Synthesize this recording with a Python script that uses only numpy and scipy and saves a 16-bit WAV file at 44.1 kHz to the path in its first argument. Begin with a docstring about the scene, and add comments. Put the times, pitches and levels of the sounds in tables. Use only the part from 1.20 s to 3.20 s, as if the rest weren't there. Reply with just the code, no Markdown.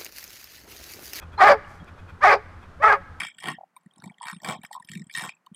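"""A low hum throbs far off, and a large dog pants on a lawn at the edge of a wood, a few steps away.
With a light tick it barks: a rising high tone in the throat breaks into a lower, hoarse one and
ends rough, with breath hissing at the teeth. The ground echoes it and the trees return a soft tail.
Then come another light tick, a rustle of paws in the grass and a brief, thin high whine.
The dog pants again, barks a second time, takes one quick breath and barks a third time."""
import sys
import numpy as np
from scipy import signal
from scipy.fft import rfft, irfft, next_fast_len
from scipy.io import wavfile
from scipy.ndimage import uniform_filter1d, minimum_filter1d

SR = 44100
rng = np.random.default_rng(int(sys.argv[2]) if len(sys.argv) > 2 else 0)


def transcribe(signal):
    """Save signal, clipped to [-1, 1], as a 16-bit WAV file at the path in sys.argv[1]."""
    frames = np.atleast_2d(signal).T
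    limited = np.clip(frames, -1, 1)
    pcm = np.round(limited * 32767).astype(np.int16)
    wavfile.write(sys.argv[1], SR, pcm)


N = 88200
TIME = np.arange(N) / SR

# Tone colour of the outdoor air: f/Hz, level/dB
AIR_COLOUR = [(25, -8), (86, -4), (126, -12.5), (267, -18), (782, -22.5), (1410, -18.5), (2060, -31.5),
              (3340, -38), (10600, -53.5), (15500, -65)]
# How loud the far hum is: t/s, level/dB
HUM_LEVEL = [(0, -44.5), (.4, -52), (.95, -45), (1.2, -52.5), (2, -49)]
# Dull low puffs: t/s, half-length/s, level/dB, centre f/Hz
THUMPS = [(0.289, 0.05, -37.5, 228), (0.622, 0.012, -41, 145)]
# Paws in the grass: t/s, half-length/s, level/dB, centre f/Hz
RUSTLES = [(0.524, 0.061, -64, 5150), (0.645, 0.00091, -55.5, 6500)]
# Two light ticks, then a brief, thin high whine: t/s, level/dB, f/Hz, fade time/s (to drop 60 dB)
TICKS_AND_WHINE = [(0.176, -29, 4140, 0.06), (0.445, -31.5, 2880, 0.02), (.598, -45, 3270, 0.067)]
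# Panting breaths: t/s, level/dB
PANTS = [(0.029, -46), (0.139, -48.5), (0.687, -49), (0.794, -51), (0.899, -47), (1.435, -50.5)]
# Tone colour of the open muzzle: f/Hz, level/dB
PANT_COLOUR = [(600, 0), (1400, 8.5), (2100, -5.5), (2550, 7), (2900, -23.5), (3330, 1), (3900, -18),
               (14000, -31.5)]
# Echo off the ground: delay/s, level/dB
GROUND_ECHOES = [(.009, -14.5)]
# Tone colour of the tail from the trees: f/Hz, level/dB
TREE_COLOUR = [(200, -33), (550, -3), (1200, 2.5), (1700, 4), (14000, -0.5)]
# Sharp snaps in the mouth: t/s, level/dB
SNAPS = [(0.227, -29), (0.321, -35), (1.728, -30)]
# Tone colour of the hiss at the teeth: f/Hz, level/dB
HISS_COLOUR = [(1500, -29), (2900, 1), (3350, 3.5), (3850, -1), (4800, -4), (8000, -15.5), (13000, -22.5),
               (15000, -57)]
# Tone colour of the throat and muzzle: f/Hz, level/dB
THROAT_COLOUR = [(290, -44), (400, -6.5), (560, -6.5), (840, 5), (1000, -1), (1260, 2), (1700, -3.5),
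                 (2250, -8), (2750, -22), (3400, -28), (4000, -37.5), (4600, -33.5), (5500, -39),
                 (9000, -42.5)]
# The voice, one table per bark: t/s, low tone f/Hz, high tone f/Hz, share of the high tone (0-1),
# roughness (0-1), mouth resonance f/Hz, its boost/dB
VOICES = [
    [(.18, 419.4, 419, 0.5, 0.05, 820, 6), (.197, 411.2, 545.3, 0.27, 0.45, 1150, 16),
     (.213, 385, 646.6, 0.53, 0.38, 810, 0), (.228, 359.5, 589, 0, 0.19, 760, 12),
     (.245, 412.4, 585.1, 0.14, 0.47, 730, 1), (.268, 412.6, 598.7, .25, 0.37, 750, 9.5),
     (.283, 412.7, 554.3, 0.77, 0.76, 670, -9.5), (.296, 393.6, 580, 1, 0.47, 564, 16),
     (.326, 395.5, 568.2, 0.8, .55, 543, 16.5), (.345, 444.7, 541, 0.16, 0.58, 428, 17),
     (.38, 418, 543, 0.2, 0.13, 425, 42)],
    [(1.005, 397.2, 440.7, 0.7, 0.25, 870, 22), (1.025, 400.3, 580.3, 0.93, 0.2, 1630, 7),
     (1.04, 425.2, 619.5, 1, 0.42, 1250, 7.5), (1.047, 383.1, 590.7, 0.14, 0.37, 853, 13),
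     (1.064, 357.9, 600.3, 0, 0.27, 706, 7.5), (1.076, 418.2, 642.2, 0.2, 0.32, 654, 6.5),
     (1.095, 413.7, 590, 0.14, 0.44, 590, 3.5), (1.12, 385.9, 560.3, 0.68, 0.65, 520, 4.5),
     (1.145, 384, 559.6, 0.4, 0.7, 424, 16), (1.19, 429, 560, 0.02, 0.46, 420, 57)],
    [(1.595, 437, 521.5, 0.93, 0, 526, 36), (1.615, 426.9, 574.5, 1, 0.14, 567, 25.5),
     (1.629, 441.5, 635.5, 1, 0.42, 1200, -5), (1.645, 420.1, 648.4, .2, 0.43, 1270, 12.5),
     (1.672, 438.3, 653.6, 0.23, 0.33, 1330, 7), (1.688, 429.8, 571.3, 0.63, 0.45, 1650, -7),
     (1.71, 396.1, 537.6, 0.37, 0.44, 1630, 9), (1.728, 430.8, 577, 0.1, 0.46, 1270, 6.5),
     (1.752, 397, 561, 0.08, 0.42, 1180, 8.5), (1.768, 411, 554, 0.95, 0.6, 553, 10)],
]
# The barks: start t/s, full voice t/s, release t/s, level/dB, opening rise/dB, slow fade/(dB/s),
# extra fade after release/(dB/s), hiss against voice/dB, upper mouth resonance at full voice f/Hz,
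# the same at release f/Hz, its boost/dB, teeth boost/dB, slack in the breath t/s, its depth/dB,
# level sent to the echoes/dB
BARKS = [(0.177, 0.219, 0.32, -8.5, 23.5, 14, 571, -23.5, 1840, 1680, 1, 13.5, .253, 4, 3.5),
         (1.004, 1.04, 1.1388, -10, 34.5, 37, 507, -23, 1980, 2500, 7, 16, 1.106, 0, -0.5),
         (1.597, 1.643, 1.7403, -10, 33, 49, 694, -33, 1970, 1520, 3.5, 15, 1.688, 4, 1.5)]

FLICKER_HZ = 218   # how fast the voice's pitch and strength, and the hiss, flicker


def from_db(db):
    """Turn decibels into a number to multiply by."""
    return 10 ** (np.asarray(db) / 20)


def unit_power(x):
    """Scale a sound so that its average power is 1."""
    return x / np.sqrt(np.mean(x ** 2) + 1e-20)


def follow(rows, t):
    """Read a table's columns at times t, in straight lines between its rows."""
    times, *columns = np.transpose(rows)
    return [np.interp(t, times, column) for column in columns]


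def gain_at(points, hz):
    """How much of each frequency a tone colour lets through."""
    f, db = np.transpose(points)
    return from_db(np.interp(np.log(hz + 1e-9), np.log(f), db))


def colour(x, points):
    """Give a sound the tone colour in a table."""
    size = next_fast_len(2 * len(x))
    gains = gain_at(points, np.fft.rfftfreq(size, 1 / SR))
    return irfft(rfft(x, size) * gains, size)[:len(x)]


def wobble(rate_hz, size):
    """A smooth random wiggle, typically about 1 in size."""
    lowpass = signal.butter(2, rate_hz, fs=SR, output="sos")
    return unit_power(signal.sosfilt(lowpass, rng.standard_normal(2 * size))[size:])


def steady(x, width_s):
    """Hold the level near 1 from moment to moment."""
    size = max(int(width_s * SR), 2)
    return x / np.sqrt(uniform_filter1d(uniform_filter1d(x * x, size), size // 2) + 1e-12)


def swell(peak_s, half_s, t=TIME):
    """A smooth rise and fall around one moment."""
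    return np.exp(-((t - peak_s) / half_s) ** 2)


def band_noise(hz, order=2):
    """Noise one octave wide, centred on hz."""
    bandpass = signal.butter(order, [hz / np.sqrt(2), hz * np.sqrt(2)], "band", fs=SR, output="sos")
    return unit_power(signal.sosfilt(bandpass, rng.standard_normal(N)))


def background(hum_hz=83.9, throb_hz=9.15, octave_db=-9.5, air_db=-47.5):
    """A low hum throbs and wavers over the soft rush of outdoor air."""
    throb = 1 + 0.9 * np.cos(2 * np.pi * throb_hz * (TIME - 0.065))
    phase = 2 * np.pi * np.cumsum(hum_hz * (1 + 0.048 * wobble(18, N))) / SR
    hum = throb * (np.sin(phase) + from_db(octave_db) * np.sin(2 * phase))
    hum_db, = follow(HUM_LEVEL, TIME)
    air = colour(rng.standard_normal(N), AIR_COLOUR)
    return from_db(hum_db) * unit_power(hum) + from_db(air_db) * unit_power(air)


def thumps():
    """Dull, low puffs of noise."""
    return sum(from_db(db) * swell(s, half_s) * band_noise(hz) for s, half_s, db, hz in THUMPS)


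def grass(grain_db=3, grain_hz=400):
    """Grass rustles under the paws in short, grainy swells."""
    grains = unit_power(from_db(grain_db * wobble(grain_hz, N)))
    return grains * sum(from_db(db) * swell(s, half_s) * band_noise(hz, order=1)
                        for s, half_s, db, hz in RUSTLES)


def ticks_and_whine(rise_s=0.007):
    """Two light ticks and a brief, thin whine: each is one high tone that fades quickly."""
    out = np.zeros(N)
    for s, db, hz, fade_s in TICKS_AND_WHINE:
        age = np.maximum(TIME - s, 0)
        loudness = (1 - np.exp(-age / rise_s)) * from_db(db - 60 * age / fade_s)
        out += loudness * np.sin(2 * np.pi * hz * age)
    return out


def panting():
    """The dog puffs air quickly through its open muzzle."""
    breath = unit_power(colour(rng.standard_normal(N), PANT_COLOUR))
    return breath * sum(from_db(db) * swell(s, half_s=0.015) for s, db in PANTS)


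def echoes(x, split_hz=2500, build_s=0.032, dull_fade_s=0.91, bright_fade_s=1, trees_db=-33.5):
    """Sound bounces off the ground, then the trees scatter it into a soft tail."""
    ground = sum(from_db(db) * np.interp(TIME - s, TIME, x, left=0) for s, db in GROUND_ECHOES)
    scatter = rng.standard_normal(N)
    dull = signal.sosfilt(signal.butter(2, split_hz, fs=SR, output="sos"), scatter)
    bright = signal.sosfilt(signal.butter(2, split_hz, "high", fs=SR, output="sos"), scatter)
    tail = dull * from_db(-60 * TIME / dull_fade_s) - bright * from_db(-60 * TIME / bright_fade_s)
    tail = colour(tail, TREE_COLOUR) * (1 - np.exp(-TIME / build_s))
    trees = signal.fftconvolve(x, unit_power(tail) / np.sqrt(N))[:N]
    return ground + from_db(trees_db) * trees


def snaps(half_s=0.00091):
    """Brief, bright cracks in the mouth during the first and last barks."""
    crack = steady(band_noise(hz=3500), half_s)
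    return crack * sum(from_db(db) * swell(s, half_s) for s, db in SNAPS)


def mouth(x, hz, boost_db, width_hz=170, block=32):
    """A moving resonance: the mouth's shape boosts (or weakens) one band of frequencies."""
    band, state = np.zeros(len(x)), np.zeros(2)
    radius = np.exp(-np.pi * width_hz / SR)
    feed = np.array([1, 0, -1]) * (1 - radius ** 2) / 2
    for i in range(0, len(x), block):
        feedback = [1, -2 * radius * np.cos(2 * np.pi * hz[i] / SR), radius ** 2]
        band[i:i + block], state = signal.lfilter(feed, feedback, x[i:i + block], zi=state)
    return x + (from_db(boost_db) - 1) * band


def teeth_hiss(airflow, narrowing, teeth_db, teeth_hz=4720, flutter_db=3, muffle_db=6):
    """Breath hisses past the teeth; closing jaws bring out one band and muffle the rest."""
    size = len(airflow)
    flutter = from_db(flutter_db * wobble(FLICKER_HZ, size))
    shifting_hz = 5200 * (1 + 0.13 * wobble(45, size))   # tongue and lips move a resonance about
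    hiss = colour(airflow * flutter * rng.standard_normal(size), HISS_COLOUR)
    hiss = unit_power(mouth(hiss, shifting_hz, boost_db=7, width_hz=420))
    hiss = mouth(hiss, np.full(size, teeth_hz), teeth_db * narrowing, width_hz=420)
    return hiss * from_db(-muffle_db * narrowing)


def vocal_folds(hz, rough, harmonics=16):
    """Folds in the throat flap open and shut. Returns their buzzing tone and their bare swing."""
    size = len(hz)
    wander = (0.006 + 0.049 * rough ** 2) * wobble(FLICKER_HZ, size)
    phase = 2 * np.pi * np.cumsum(hz * (1 + wander)) / SR
    tone = np.zeros(size)
    for k in range(1, harmonics + 1):
        smear = 0.2 * rough * (k - 1) * wobble(140, size)   # higher overtones blur more
        tone += gain_at(THROAT_COLOUR, k * hz) * np.cos(k * phase - np.pi * k * k / harmonics + smear)
    strength = 1 + 0.36 * rough * wobble(FLICKER_HZ, size)
    return unit_power(tone) * strength, np.cos(phase)


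def throat(low_hz, high_hz, high_share, rough, leak=0.3, rasp_db=9):
    """Two tones compete in the throat, and air torn at each opening of the folds adds a rasp."""
    low, low_swing = vocal_folds(low_hz, rough)
    high, high_swing = vocal_folds(high_hz, rough)
    low_share = 1 - high_share
    airflow = leak + low_share * (.5 + .5 * low_swing) ** 2 + high_share * (.5 + .5 * high_swing) ** 2
    rasp = unit_power(colour(airflow * rng.standard_normal(len(rough)), THROAT_COLOUR))
    tones = np.sqrt(low_share) * low + np.sqrt(high_share) * high
    bare_tone = np.sqrt(low_share) * low_swing + np.sqrt(high_share) * high_swing
    voice = np.sqrt(1 - rough ** 2) * tones + from_db(rasp_db) * rough ** 2 * rasp
    return voice, airflow, bare_tone


def bark(curves, start, full, release, level_db, rise_db, sag_db_per_s, release_db_per_s, hiss_db,
         upper_from_hz, upper_to_hz, upper_db, teeth_db, slack_at, slack_db,
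         length_s=0.28, open_s=0.0048, hiss_stop_db_per_s=180):
    """One push of breath drives the voice through the mouth, then dies away as the jaws close."""
    t = start + np.arange(int(length_s * SR)) / SR
    low_hz, high_hz, high_share, rough, mouth_hz, mouth_db = follow(curves, t)
    since_release = np.maximum(t - release, 0)
    closing = np.interp(t, [full, release], [0, 1]) ** 4
    effort_db = np.interp(t, [start, full], [-rise_db, 0])
    effort_db -= sag_db_per_s * np.maximum(t - full, 0) + release_db_per_s * since_release
    effort_db -= slack_db * swell(slack_at, 0.0089, t)   # any slack splits the bark into two surges

    voice, airflow, bare_tone = throat(low_hz, high_hz, high_share, rough)
    voice = mouth(voice, mouth_hz, mouth_db)
    upper_hz = np.interp(t, [full, release], [upper_from_hz, upper_to_hz])
    voice = steady(mouth(voice, upper_hz, upper_db, width_hz=440), width_s=0.006)
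    hiss = teeth_hiss(airflow, np.sqrt(closing), teeth_db)
    # The hiss grows with roughness and dies faster than the voice.
    hiss *= from_db(hiss_db + 5.5 * (rough - 0.5) - hiss_stop_db_per_s * since_release)
    # Behind the closing jaws the bare tone briefly outlasts the rest.
    lingering = closing * from_db(-25) * swell(release, 0.043, t) * bare_tone
    sound = from_db(effort_db) * (voice + hiss) + lingering
    fade_in = np.minimum((t - start) / open_s, 1)
    return np.interp(TIME, t, from_db(level_db) * fade_in * sound, left=0, right=0)


def scene():
    """Three barks and their echoes, with the quieter sounds around them, in one channel."""
    barks = [bark(curves, *row[:-1]) for curves, row in zip(VOICES, BARKS)]
    outward = sum(from_db(row[-1]) * sound for row, sound in zip(BARKS, barks))
    barking = sum(barks) + echoes(outward) + snaps()
    return (barking + thumps() + panting() + grass() + ticks_and_whine() + background())[None]


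def record(dry, ceiling=1, window=176, cutoff_hz=15350):
    """Briefly turn down any peak above the ceiling, then cut the highest treble."""
    gain = np.minimum(1, ceiling / (np.abs(dry) + 1e-9))
    gain = uniform_filter1d(minimum_filter1d(gain, window), window)
    lowpass = signal.ellip(10, .1, 90, cutoff_hz, fs=SR, output="sos")
    return signal.sosfilt(lowpass, dry * gain)


dry = scene()
out = record(dry)
transcribe(out)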